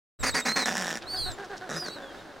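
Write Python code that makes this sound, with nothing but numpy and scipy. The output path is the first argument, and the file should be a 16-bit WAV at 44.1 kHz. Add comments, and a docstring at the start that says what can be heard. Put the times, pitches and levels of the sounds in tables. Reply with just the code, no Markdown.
"""A near adult penguin barks harsh syllables that run down into a rattling growl, and grunts later:
uneven pulses from its syrinx ring in the throat and bill. A neighbour further off opens with a breathy
rasp and answers in kind, with short dry scratches between its barks.
Chicks whistle with both sides of the syrinx, so their tones beat and cross. Open rock adds a short echo.
Underneath lie the distant colony and a little wind on the microphone."""
import sys
import numpy as np
from scipy import signal
from scipy.fft import rfft, irfft, next_fast_len
from scipy.io import wavfile
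from scipy.ndimage import uniform_filter1d, map_coordinates

SR = 44100
rng = np.random.default_rng(int(sys.argv[2]) if len(sys.argv) > 2 else 0)


def store_pcm(level_fs):
    """Save levels as 16-bit WAV."""
    pcm = np.round(np.clip(level_fs, -1, 1) * 32767).astype(np.int16)
    wavfile.write(sys.argv[1], SR, np.atleast_2d(pcm).T)


N = 105840

# The near adult's syllables: start_s, length_s, level_db, start_pitch_hz, end_pitch_hz, jitter_periods
NEAR_BARKS = [(.228, 0.07, -25, 265.2, 264.6, 0.084), (.340, 0.069, -25.5, 284, 246.3, 0.11),
              (.450, .07, -26, 266.3, 205.1, 0.15), (.555, 0.081, -25.5, 288.5, 237.2, 0.099)]
NEAR_GROWLS = [(.656, 0.035, -26, 258.3, 227.8, 0.082), (.692, 0.074, -31.5, 189.9, 134.6, 0.119),
               (.767, 0.096, -30.5, 196.1, 168.3, 0.082), (.866, 0.065, -31.5, 180.7, 158.7, 0.065),
               (.936, 0.05, -35.5, 135.6, 108.5, 0.066)]
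NEAR_GRUNTS = [(1.688, 0.057, -35.5, 126.3, 166.8, 0.12), (1.732, 0.054, -35.5, 175.4, 163.5, 0.075),
               (1.845, 0.056, -40, 129.7, 109.3, 0.22)]
# Throat and bill resonances for each kind of call: frequency_hz, gain_db
BARK_FORMANTS = [(90, -20), (185, 8), (260, 0.5), (400, -1.5), (1500, -1), (2000, 3), (2450, -3.5),
                 (3100, -16.5), (4000, -10.5), (6500, -7), (7500, -15.5), (8800, -13.5), (10500, -25),
                 (15500, -32)]
GROWL_FORMANTS = [(90, -26), (185, 7.5), (420, -2.5), (660, 1.5), (1250, -6), (1790, 5), (2080, -7.5),
                  (3400, -10.5), (3800, -8), (4300, -15.5), (5650, -2.5), (6250, -13), (6900, -9),
                  (9500, -21.5), (15500, -32)]
GRUNT_FORMANTS = [(90, -28), (165, 11), (680, -0.5), (950, -11.5), (1220, -1), (1850, -0.5), (2200, -12.5),
                  (3200, -23.5), (3900, -7.5), (4400, -26), (5600, -8.5), (15000, -40.5)]


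def near_adult():
    """Open-billed barks, a slowing rattle as the bill closes, and short grunts later."""
    barks = bray(NEAR_BARKS, BARK_FORMANTS, attack_s=0.0058, release_s=0.0033, uneven_db=4.0,
                 rasp=1.25, rasp_s=0.0034, rasp_hz=550, sag_db=-4.5, body=1.35, sink_per_s=0.11)
    growls = bray(NEAR_GROWLS, GROWL_FORMANTS, attack_s=0.0021, release_s=0.0033, uneven_db=3.5,
                  rasp=1.22, rasp_s=0.0022, rasp_hz=400, sag_db=-2.0, limp_db=3.0)
    grunts = bray(NEAR_GRUNTS, GRUNT_FORMANTS, attack_s=0.002, release_s=0.0067, uneven_db=2.5,
                  rasp=1.76, rasp_s=0.003, rasp_hz=510)
    return barks + growls + grunts


def bray(syllables, formants, attack_s, release_s, uneven_db, rasp, rasp_s, rasp_hz,
         sag_db=0, limp_db=0, arch=0, body=0, sink_per_s=0):
    """Uneven syrinx pulses over a clear low tone, each trailed by a puff of rasp, ring in the throat."""
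    t, out = clock(), np.zeros(N)
    puff = np.exp(-t[:SR // 20] / rasp_s)
    low_cut = signal.butter(2, rasp_hz, 'high', fs=SR, output='sos')
    for start, length, db, start_hz, end_hz, jitter in syllables:
        timing, accent = rng.standard_normal((128, 2)).T
        progress = np.clip((t - start) / length, 0, 1)
        attack = np.clip((t - start) / attack_s, 0, 1)
        envelope = attack * np.exp(-np.maximum(t - start - length, 0) / release_s)
        pitch = (start_hz + (end_hz - start_hz) * progress) * (1 + arch * np.sin(np.pi * progress))
        cycles = np.cumsum(pitch * (t >= start)) / SR
        count = min(int(np.interp(start + length + 2 * release_s, t, cycles)) + 1, len(timing))
        k = np.arange(count)  # one pulse per cycle
        onsets = np.interp(k + .5 + jitter * timing[k], cycles, np.arange(N)).astype(int)
        pulse_db = uneven_db * np.tanh(accent[k]) - limp_db * (k % 2)  # limp ducks every other pulse
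        pulses = np.bincount(onsets, amp(pulse_db), N)
        phase = 2 * np.pi * cycles
        tone = body * envelope * pitch / SR * (.5 * np.cos(2 * phase) - np.cos(phase))
        air = signal.sosfilt(low_cut, signal.fftconvolve(pulses, puff)[:N] * rng.standard_normal(N))
        source = unit(disperse(pulses + tone)) + rasp * unit(air)
        closing = np.exp(-sink_per_s * (start - syllables[0][0]))  # formants sink as the bill closes
        voice = equalise(source, np.array(formants) * [closing, 1])
        voice /= np.sqrt(np.mean(voice[(t > start) & (t < start + length)] ** 2))
        out += voice * envelope * amp(db + sag_db * progress)
    return out


def disperse(x, low_delay_s=0.000893):
    """All-pass dispersion: the lows leave after the treble, so a pulse becomes a short ringing burst."""
    size = next_fast_len(N + SR // 2)
    delay_s = low_delay_s * np.exp(-np.fft.rfftfreq(size, 1 / SR) / 5000)
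    phase_lag = 2 * np.pi * np.cumsum(delay_s) * SR / size
    return irfft(rfft(x, size) * np.exp(-1j * phase_lag), size)[:N]


# The neighbour's syllables, before pitch arch and EQ:
# start_s, length_s, level_db, start_pitch_hz, end_pitch_hz, jitter_periods
NEIGHBOUR_BARKS = [(1.128, 0.073, -40.5, 353, 325, 0.084), (1.256, 0.066, -38.5, 351.4, 305, 0.046),
                   (1.376, 0.079, -39, 374.6, 346.7, 0.03), (1.495, 0.074, -38, 398.2, 293, 0.026),
                   (1.607, 0.075, -40, 351.5, 315.3, 0.02), (1.815, 0.068, -40.5, 353.2, 275, 0.073)]
NEIGHBOUR_GROWLS = [(1.015, 0.058, -40, 326.8, 383, 0.14), (1.955, 0.12, -38.5, 287.7, 265.9, 0.051),
                    (2.09, .13, -44, 293.4, 264.5, 0.081), (2.25, .14, -45, 313.5, 255, 0.063)]
# Its throat and bill resonances: frequency_hz, gain_db
NEIGHBOUR_FORMANTS = [(140, -11), (370, -1.5), (560, -1.5), (735, 2.5), (860, -4.5), (1300, -6), (1590, 4),
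                      (2250, -18), (3800, -17), (15000, -46)]


def neighbour():
    """The same display further off and duller: a hoarse opening, arching nasal barks, a closing growl."""
    barks = bray(NEIGHBOUR_BARKS, NEIGHBOUR_FORMANTS, attack_s=0.0039, release_s=0.0057, uneven_db=5.5,
                 rasp=0.6, rasp_s=0.00093, rasp_hz=1000, sag_db=-4, arch=0.12, body=1.63)
    growls = bray(NEIGHBOUR_GROWLS, NEIGHBOUR_FORMANTS, attack_s=0.0024, release_s=0.0094, uneven_db=6,
                  rasp=0.42, rasp_s=0.0025, rasp_hz=500, sag_db=-3.5, body=1.95)
    return disperse(barks + equalise(growls, [(600, -1.0), (800, -4)]))


# Chick whistles, one gliding tone per table, before the bus gain: time_s, pitch_hz, level_db
FIRST_PEEP = [(0.478, 4022, -34), (0.565, 4258, -36), (0.605, 4144, -35), (0.635, 3890, -34.5),
              (0.668, 3580, -47), (0.712, 3550, -44)]
FIRST_PEEP_UPPER = [(0.498, 4263, -50), (0.565, 4350, -38.5), (0.67, 4026, -44)]
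SECOND_PEEP = [(1.066, 3893, -51), (1.091, 4410, -41.5), (1.145, 4580, -33.5), (1.196, 4170, -42),
               (1.29, 4120, -39.5), (1.316, 3835, -49)]
SECOND_PEEP_UPPER = [(1.101, 4826, -47), (1.156, 4810, -46), (1.176, 4990, -36), (1.19, 4560, -35),
                     (1.245, 3960, -39.5), (1.314, 3550.0, -53.5)]
SECOND_PEEP_LOWER = [(1.175, 3390, -48.5), (1.228, 3250, -53.5)]
THIRD_PEEP = [(1.733, 4590, -65), (1.766, 5073, -40.5), (1.832, 4910, -39), (1.882, 4125, -44),
              (1.907, 3874, -47), (1.938, 3985, -46.5), (1.968, 3840, -61)]
THIRD_PEEP_UPPER = [(1.79, 5770, -46), (1.83, 5520.0, -61), (1.907, 4286, -51), (1.935, 4570, -48),
                    (1.982, 3710, -54)]
CHICK_WHIMPER = [(2.025, 3520, -55.5), (2.1, 3255, -56), (2.146, 3135, -75), (2.195, 3830, -58),
                 (2.236, 3290, -68)]
# Whistles on the same bus whose octave leads on some low notes: time_s, pitch_hz, level_db, octave_db
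CHICK_WARBLE = [(0.197, 3946, -54, -43.5), (0.233, 3600, -50.5, -45), (0.25, 4535, -41, -59),
                (0.277, 4840, -32, -38.5), (0.298, 4370, -35, -51), (0.315, 3904, -56, -39),
                (0.335, 3730, -41.5, -62), (0.353, 4620, -41, -47), (0.368, 4760, -31, -40),
                (0.386, 4500, -36, -73), (0.402, 3960, -63, -36.5), (0.425, 3730, -41, -59),
                (0.443, 3830, -55, -47), (0.464, 4670, -36, -63)]
CHICK_CRY = [(1.166, 3760, -48, -65), (1.195, 4690, -39.5, -50), (1.27, 4440, -41, -53),
             (1.311, 3880, -58, -50), (1.342, 3600, -56, -49.5)]
# The chicks' breathy hiss: frequency_hz, gain_db
BREATH_EQ = [(2500, -12), (4200, -5), (6000, -6), (8700, -3), (10400, -18), (12200, -1.5), (14500, -13)]


def chicks(bus_db=4.0, hiss_db=-18.5):
    """Begging whistles beat where they overlap, and a breathy hiss follows their envelope."""
    glides = [CHICK_WARBLE, FIRST_PEEP, FIRST_PEEP_UPPER, SECOND_PEEP, SECOND_PEEP_UPPER, CHICK_CRY,
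              SECOND_PEEP_LOWER, THIRD_PEEP, THIRD_PEEP_UPPER, CHICK_WHIMPER]
    song = amp(bus_db) * sum(whistle(glide) for glide in glides)
    envelope = uniform_filter1d(np.abs(song), size=200)
    breath = unit(equalise(rng.standard_normal(N), BREATH_EQ))
    return song + amp(hiss_db) * envelope * breath


def whistle(glide, flutter=0.00374, shimmer_db=1.12, roughness_rad=0.13, fade_s=0.0084):
    """One side of a chick's syrinx: a gliding sine with raspy overtones."""
    t = clock()
    times, hz, db, *own_octave = np.transpose(glide)
    octave_db = own_octave[0] if own_octave else db - 17.5
    pitch = uniform_filter1d(np.interp(t, times, hz), size=350) * (1 + flutter * wobble(900))
    phase = 2 * np.pi * np.cumsum(pitch) / SR
    fundamental = amp(np.interp(t, times, db)) * np.sin(phase)
    rough_phase = phase + roughness_rad * wobble(1100)
    third = amp(-16.5) * np.sin(3 * rough_phase)
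    fourth = amp(-22) * np.sin(4 * rough_phase) * (4 * pitch < SR / 2)  # muted where it would alias
    overtones = amp(np.interp(t, times, octave_db)) * (np.sin(2 * rough_phase) + third + fourth)
    gate = np.clip(np.minimum(t - times[0], times[-1] - t) / fade_s + 1, 0, 1)
    return gate * amp(shimmer_db * wobble(140)) * (fundamental + overtones)


# The breathy rasp of the neighbour's opening note, then short dry scratches between its barks:
# start_s, length_s, level_db, centre_hz
RASP_AND_SCRATCHES = [(1.013, 0.033, -44, 3270), (1.303, 0.024, -47, 4770), (1.44, 0.026, -53, 4900),
                      (1.565, 0.025, -49, 4700)]


def rasp_and_scratches(edge_ratio=1.35, grit_db=5.8):
    """The neighbour's opening rasp, then dry scratches: bands of gritty noise under a quick swell."""
    t, out = clock(), np.zeros(N)
    for start, length, db, hz in RASP_AND_SCRATCHES:
        band = signal.butter(2, [hz / edge_ratio, hz * edge_ratio], 'band', fs=SR, output='sos')
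        grit = unit(signal.sosfilt(band, rng.standard_normal(N)) * amp(grit_db * wobble(500)))
        progress = np.clip((t - start) / length, 0, 1)
        swell = np.sqrt(np.abs(np.sin(np.pi * progress)))
        out += amp(db) * grit * swell
    return out


# The wash of distant birds: frequency_hz, gain_db
COLONY_EQ = [(100, -9.5), (350, -2), (1550, -9.5), (2400, -17), (4000, -17), (15000, -41)]


def far_colony(level_db=-46.5, waver_db=1.0, lull_start_s=2.19, lull_db_per_s=-16.5):
    """Distant birds blur into a wavering bed of noise that dies down at the end."""
    lull_db = lull_db_per_s * np.maximum(clock() - lull_start_s, 0)
    return stereo_noise(COLONY_EQ, side_db=-10) * amp(level_db + lull_db + waver_db * wobble(14.25))


# The envelope of two gusts: time_s, level_db
GUSTS = [(.29, -42.5), (.48, -77), (1.038, -63.5), (1.261, -44), (1.45, -74)]
# Their low rumble: frequency_hz, gain_db
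WIND_EQ = [(20, -4.5), (110, -0.5), (1000, -76)]


def wind(buffet_db=3.8):
    """Wind pushes the two microphone ports against each other, making a wide, unsteady rumble."""
    gust_db = np.interp(clock(), *np.transpose(GUSTS))
    return stereo_noise(WIND_EQ, side_db=6) * amp(gust_db + buffet_db * wobble(18))


def rock_echo(x, rt60_s=0.098, predelay_s=0.003):
    """A short scattered answer from the stony ground, different in each ear."""
    t = clock()[:SR // 2]
    tail = rng.standard_normal((2, len(t))) * amp(-60 * t / rt60_s) * (t > predelay_s)
    mid, side = tail / np.linalg.norm(tail[0])
    response = np.array([mid + 0.1 * side, mid - 0.67 * side])
    return signal.fftconvolve(x[None], response, axes=1)[:, :N]


def stereo_noise(curve, side_db):
    """Equalised mid/side noise whose mid has an rms near 1."""
    mid, side = unit(equalise(rng.standard_normal((2, N)), curve)) * amp([[0], [side_db]])
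    return np.array([mid + side, mid - side])


def equalise(x, curve):
    """Minimum-phase EQ through (frequency_hz, gain_db) points."""
    size = 2 * next_fast_len(N // 2 + 8192)
    hz, db = np.transpose(curve)
    gain = amp(np.interp(np.log(np.fft.rfftfreq(size, 1 / SR) + 1), np.log(hz), db))
    cepstrum = irfft(np.log(gain), size)
    cepstrum[1:size // 2] *= 2  # folded forward, so ringing only follows a pulse
    cepstrum[size // 2 + 1:] = 0
    return irfft(rfft(x, size) * np.exp(rfft(cepstrum)), size)[..., :N]


def wobble(rate_hz):
    """Smooth random modulation with rate_hz knots a second."""
    return map_coordinates(rng.standard_normal(int(N * rate_hz / SR) + 4), [clock() * rate_hz])


def amp(db):
    """Decibels to gain."""
    return 10 ** (np.asarray(db) / 20)


def unit(x):
    """Scale to rms 1."""
    return x / np.sqrt(np.mean(x ** 2) + 1e-20)


def clock():
    """Time of every sample in seconds."""
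    return np.arange(N) / SR


def scene(echo_db=-11, pan_db=0.49):
    """The birds stand nearly straight ahead, over the far colony and the wind."""
    birds = near_adult() + neighbour() + chicks() + rasp_and_scratches()
    pan = amp([[-pan_db], [pan_db]])
    return (birds + amp(echo_db) * rock_echo(birds)) * pan + far_colony() + wind()


def record(dry, start_s=0.1882, fade_s=0.02, high_cut_hz=16000):
    """The mix fades in quickly after a moment of silence and passes a brick-wall high cut."""
    faded = dry * np.clip((clock() - start_s) / fade_s, 0, 1)
    size = next_fast_len(N + SR // 2)
    passband = np.fft.rfftfreq(size, 1 / SR) < high_cut_hz
    return irfft(rfft(faded, size) * passband, size)[:, :N]


dry = scene()
out = record(dry)
store_pcm(out)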